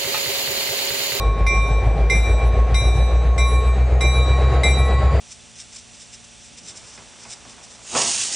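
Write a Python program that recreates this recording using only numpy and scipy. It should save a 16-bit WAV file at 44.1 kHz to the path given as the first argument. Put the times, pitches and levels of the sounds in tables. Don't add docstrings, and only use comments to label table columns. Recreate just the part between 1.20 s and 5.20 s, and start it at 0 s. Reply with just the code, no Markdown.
import sys
import numpy as np
from scipy import signal
from scipy.io import wavfile

SR = 44100
rng = np.random.default_rng(int(sys.argv[2]) if len(sys.argv) > 2 else 0)


def int16_out(signal):
    q = np.round(np.clip(np.atleast_2d(signal).T, -1, 1) * 32767)
    wavfile.write(sys.argv[1], SR, q.astype(np.int16))


N = 176400
T = np.arange(N) / SR
CYLINDERS, FIRING_PEAK = 8, 0.637
SIDE = np.array([[1], [-1]])

# start in seconds, level in dB, ring time factor, extra dB of clang, strike note,
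# chime and treble, strike note's twin mode in dB, extra treble pan in dB L-R.
STROKES = [(-.37, 3.5, 1.01, 0, -3.5, -2, -2.3, -8, 3), (0.2646, -1.5, 1.07, -4.5, 1, -5.5, -4, -14.5, 2.5),
           (0.8982, -0.5, 0.95, 0, -3, -3, 0.99, -3, 1.5),
           (1.543, -0.5, 1.094, -10, -7.5, 2, 0.078, -19, -5),
           (2.179, -3, 0.96, -6, -3.5, 1.5, 2.2, -5, 0.5),
           (2.8071, -1.5, 1.14, -9.5, -3, 7, 0.71, -6.5, 1.5),
           (3.4335, 0.5, 0.74, 1, -4.5, 7, 4.2, -3, 1.5)]


def from_db(db):
    return 10 ** (np.asarray(db) / 20)


def unit_rms(x):
    return x / np.sqrt(np.mean(np.abs(x) ** 2) + 1e-20)


def in_time(rows):
    return np.interp(T, *np.transpose(rows))


def at_hz(rows, hz):
    row_hz, values = np.transpose(rows)
    return np.interp(np.log(hz), np.log(row_hz), values)


def pan(db):
    return from_db(SIDE * db / 2)


def drift(rate_hz):
    step, settle = 20, 4000
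    pole = np.exp(-2 * np.pi * step * rate_hz / SR)
    white = rng.standard_normal(N // step + settle + 2)
    slow = signal.lfilter([1], [1, -2 * pole, pole * pole], white)[settle:]
    return np.interp(np.arange(N) / step, np.arange(len(slow)), unit_rms(slow))


def flutter(rate_hz):
    return unit_rms(drift(rate_hz) + 1j * drift(rate_hz))


def banded_noise(spectrum, flicker_db):
    # frequency in Hz, L-R correlation.
    correlation = [(60, 0.99), (300, .9993), (1000, 0.99), (2500, 0.89), (5000, 0.6), (10000, 0)]
    edges_hz = 20 * 2 ** np.arange(0, 9.5, 1 / 3)
    out, white = 0, rng.standard_normal((2, 2, N))
    for k, (low, high) in enumerate(zip(edges_hz, edges_hz[1:])):
        if spectrum[0][0] < high and low < spectrum[-1][0]:
            hz = np.sqrt(low * high)
            band = signal.butter(2, [low, high], "band", fs=SR, output="sos")
            mid, side = signal.sosfilt(band, white[k % 2])
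            alike = at_hz(correlation, hz)
            gain = from_db(at_hz(spectrum, hz) + flicker_db * drift(5.9))
            out = out + gain * (np.sqrt(1 + alike) * mid + np.sqrt(1 - alike) * side * SIDE)
    return unit_rms(out)


def exhaust_tone(firings):
    cylinder_db = [-2, -4.5, -0.5, 1.5, 1, 0.15, 0.3, -2.5]
    # time in seconds, tone level in dB.
    tone_db = [(0, -15.5), (1.3, -14), (2.6, -13.8), (4, -14.5)]
    # time in seconds, second harmonic in dB re the first.
    overtone_db = [(0, -19), (1, -22.5), (2, -20.5), (2.8, -14), (3.3, -12), (4, -21)]
    position = firings - FIRING_PEAK
    unevenness = np.linspace(2, 1, N)
    throb_db = unevenness * np.interp(position, np.arange(CYLINDERS), cylinder_db, period=CYLINDERS)
    phase = 2 * np.pi * (position + 0.009 * drift(35))
    wave = np.cos(phase) - from_db(in_time(overtone_db)) * np.sin(2 * phase)
    tone = np.sqrt(2) * wave * from_db(in_time(tone_db) + throb_db - 0.38 * drift(11))
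    highpass = signal.butter(4, 39, "high", fs=SR, output="sos")
    return signal.sosfiltfilt(highpass, tone, padlen=SR // 10)


def engine_noise(firings):
    # frequency in Hz, relative density in dB.
    gas_spectrum = [(180, -3), (250, -9), (320, -3.5), (400, -0.5), (440, 3.5), (520, 1.5), (620, -3),
                    (720, -0.5), (800, -6), (900, -34.5), (1050, -37)]
    machinery_spectrum = [(600, 7.5), (900, 2), (1300, 0), (1700, 0), (2200, -1), (2800, -10.5),
                          (4000, -10.5), (5200, -22.5), (7000, -18), (8500, -30), (10500, -30.5),
                          (12000, -50)]
    rumble_spectrum = [(20, -34), (35, -18), (50, -6.5), (90, 3.5), (125, 0.5), (160, -8), (220, -14.5),
                       (320, -28)]
    # time in seconds, base level in dB.
    gas_db = [(0.0, -28), (0.05, -31), (0.62, -29), (0.65, -25.5), (1.04, -31.5), (1.05, -29),
              (2.36, -30.5), (3.39, -26), (4.0, -27)]
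    machinery_db = [(0, -39.5), (1.2, -37), (2.2, -39.5), (2.8, -38), (3.35, -33), (3.6, -36), (4, -32.5)]
    rumble_db = [(0, -29.5), (.8, -28.5), (1.4, -26), (2.2, -31.5), (2.8, -33.5), (3.3, -26), (4, -24.5)]
    swell = np.cos(2 * np.pi * (firings / CYLINDERS - 0.31))
    pulse = np.cos(2 * np.pi * (firings - FIRING_PEAK))
    gas = banded_noise(gas_spectrum, flicker_db=1.5)
    machinery = banded_noise(machinery_spectrum, flicker_db=0.8)
    rumble = banded_noise(rumble_spectrum, flicker_db=-3.9)
    return (gas * from_db(in_time(gas_db) - 1.3 + 2 * swell + 1.5 * pulse)
            + machinery * from_db(in_time(machinery_db) + 2.3 * swell)
            + rumble * from_db(in_time(rumble_db) + 3.7 * swell))


def blower(firings):
    # multiple of the firing rate, final level in dB.
    whines = [(19.75, -41.5), (29.62, -41), (49.4, -77), (70.3, -55)]
    whine_db_per_s, hiss_db_per_s, hiss_multiple = 6.5, 1.5, 106
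    remaining_s = T[-1] - T
    whine = 0
    for multiple, db in whines:
        tone = (flutter(7.4) * np.exp(2j * np.pi * multiple * firings)).real
        whine += from_db(db - whine_db_per_s * remaining_s) * tone
    carrier = np.exp(2j * np.pi * hiss_multiple * firings)
    mid, side = [(flutter(130) * carrier).real for _ in range(2)]
    hiss = from_db(-56.5 - hiss_db_per_s * remaining_s) * (mid + 0.4 * side * SIDE)
    return np.sqrt(2) * (whine + hiss)


def bell_partial(hz, db, t60_s, split_hz, twin_db, pan_db, stroke_db, stroke_pan_db=0, twin_lag_s=0):
    attack_s, takeover_s, bloom_s, bloom_gain = 0.0015, 0.03, 0.037, from_db(-16)
    starts_s, _, ring_factors = np.transpose(STROKES)[:3]
    ends_s = np.append(starts_s[1:], T[-1])
    strokes = np.broadcast(starts_s, ends_s, t60_s * ring_factors, stroke_db, twin_db, stroke_pan_db)
    ring = np.zeros((2, N), complex)
    for start_s, end_s, ring_s, level_db, beat_db, lean_db in strokes:
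        live = slice(max(int(start_s * SR) + 1, 0), int((end_s + 10 * takeover_s) * SR))
        age_s = T[live] - start_s
        envelope = (1 - np.exp(-age_s / attack_s)) * from_db(db + level_db - 60 * age_s / ring_s)
        release = np.exp(-np.maximum(T[live] - end_s, 0) / takeover_s)
        bloom = (1 + bloom_gain * np.clip(age_s / bloom_s, 0, 1)) / (1 + bloom_gain / 2)
        pair = 1 + from_db(beat_db) * np.exp(-2j * np.pi * split_hz * (age_s - twin_lag_s))
        phasor = np.exp(2j * np.pi * rng.random())
        ring[:, live] += pan(pan_db + lean_db) * envelope * release * bloom * pair * phasor
    scatter = (flutter(10) + 0.97 * flutter(5) * SIDE) * hz / 10000
    return (ring * (1 + scatter) * np.exp(2j * np.pi * hz * T)).real


def bell():
    # frequency in Hz, level in dB, T60 in seconds, twin mode's split in Hz,
    # twin level in dB, pan in dB L-R.
    clang = (2088.5, -16.5, 0.37, 8.5, -22.5, -3)
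    chime = (3897, -29.5, 1.4, 7, -18, -1)
    # frequencies in Hz, then rows of the other five columns.
    upper_hz = [3679, 5195, 5752, 5937, 5965, 6120, 7630, 7807, 8785, 9142, 9586, 9862, 10005, 10250, 10780,
                11712, 12270]
    upper_modes = [(-36, 1.49, 5, -10, 0), (-40.5, 0.46, 8.2, -20.5, -2), (-35, 1.03, 5, -20, -1.3),
                   (-45.5, .7, 5.4, -16.5, -5), (-43, 1.1, 4, -13.5, 2), (-54.5, 1.2, 2.1, 3, -2.5),
                   (-45.5, 1.1, 4.3, -11.5, 4), (-40, 1.27, 8, -23, 1), (-60, .45, 9, -18, 13),
                   (-58.5, 0.28, 7, -18, -2), (-53.5, 0.74, 7.2, -3, 2), (-59.5, 0.49, 6, -2.5, -0.5),
                   (-42.5, 1.02, 13, -12.5, 2.4), (-58.5, .6, 9, 0, 6), (-60.5, 0.71, 20, -8, 3),
                   (-79, .6, 9, -7.5, 3), (-73.5, .5, 9, -16, 4)]
    _, db, _, clang_db, strike_db, chime_db, treble_db, twin_db, treble_pan_db = np.transpose(STROKES)
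    ring = bell_partial(*clang, db + clang_db) + bell_partial(*chime, db + chime_db)
    ring += bell_partial(hz=2356, db=-19.5, t60_s=1.47, split_hz=7.43, twin_db=twin_db, pan_db=-1,
                         stroke_db=db + strike_db, twin_lag_s=0.052)
    for hz, mode in zip(upper_hz, upper_modes):
        is_treble = hz > 7000
        ring += bell_partial(hz, *mode, db + is_treble * treble_db, is_treble * treble_pan_db)
    return ring


def clapper():
    # frequency in Hz, relative density in dB.
    knock_spectrum = [(500, -16), (1200, 13), (2200, 6), (4000, 5.5), (7000, -1), (10000, -41),
                      (12500, -49)]
    knock_db, t60_s = -31.5, 0.09
    envelope = sum((T >= start_s) * from_db(knock_db + db - 60 * np.abs(T - start_s) / t60_s)
                   for start_s, db, *_ in STROKES)
    return envelope * banded_noise(knock_spectrum, flicker_db=0.5)


def bell_hum(hz=1094.8):
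    # time in seconds, level in dB.
    hum_db = [(0.0, -29), (0.27, -34), (0.36, -28), (0.83, -45.5), (0.91, -36.5), (0.95, -45), (1.2, -36),
              (2.16, -38.5), (2.19, -28), (2.46, -31.5), (2.77, -54.5), (2.82, -34), (3.19, -32.5),
              (3.48, -37), (3.51, -41), (3.59, -36), (3.93, -31.5), (4.0, -46)]
    return np.sqrt(2) * from_db(in_time(hum_db) + 2 * drift(16)) * np.sin(2 * np.pi * hz * T)


def squeak(at_s=2.32, width_s=0.022, hz=10750):
    envelope = from_db(-50) * np.exp(-((T - at_s) / width_s) ** 2)
    return envelope * (flutter(130) * np.exp(2j * np.pi * hz * T)).real


def scene():
    # time in seconds, firings per second.
    firing_hz = [(0.0, 51.1), (0.6, 53.87), (1.3, 56.79), (2.0, 59.59), (2.7, 62.34), (3.4, 65.05),
                 (4.0, 66.85)]
    firings = np.cumsum(in_time(firing_hz)) / SR
    engine = exhaust_tone(firings) + engine_noise(firings) + blower(firings)
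    return pan(0.5) * (engine + bell() + clapper() + bell_hum() + squeak())


def record(dry):
    return signal.sosfilt(signal.ellip(10, 0.1, 80, 12360, fs=SR, output="sos"), dry)


dry = scene()
out = record(dry)
int16_out(out)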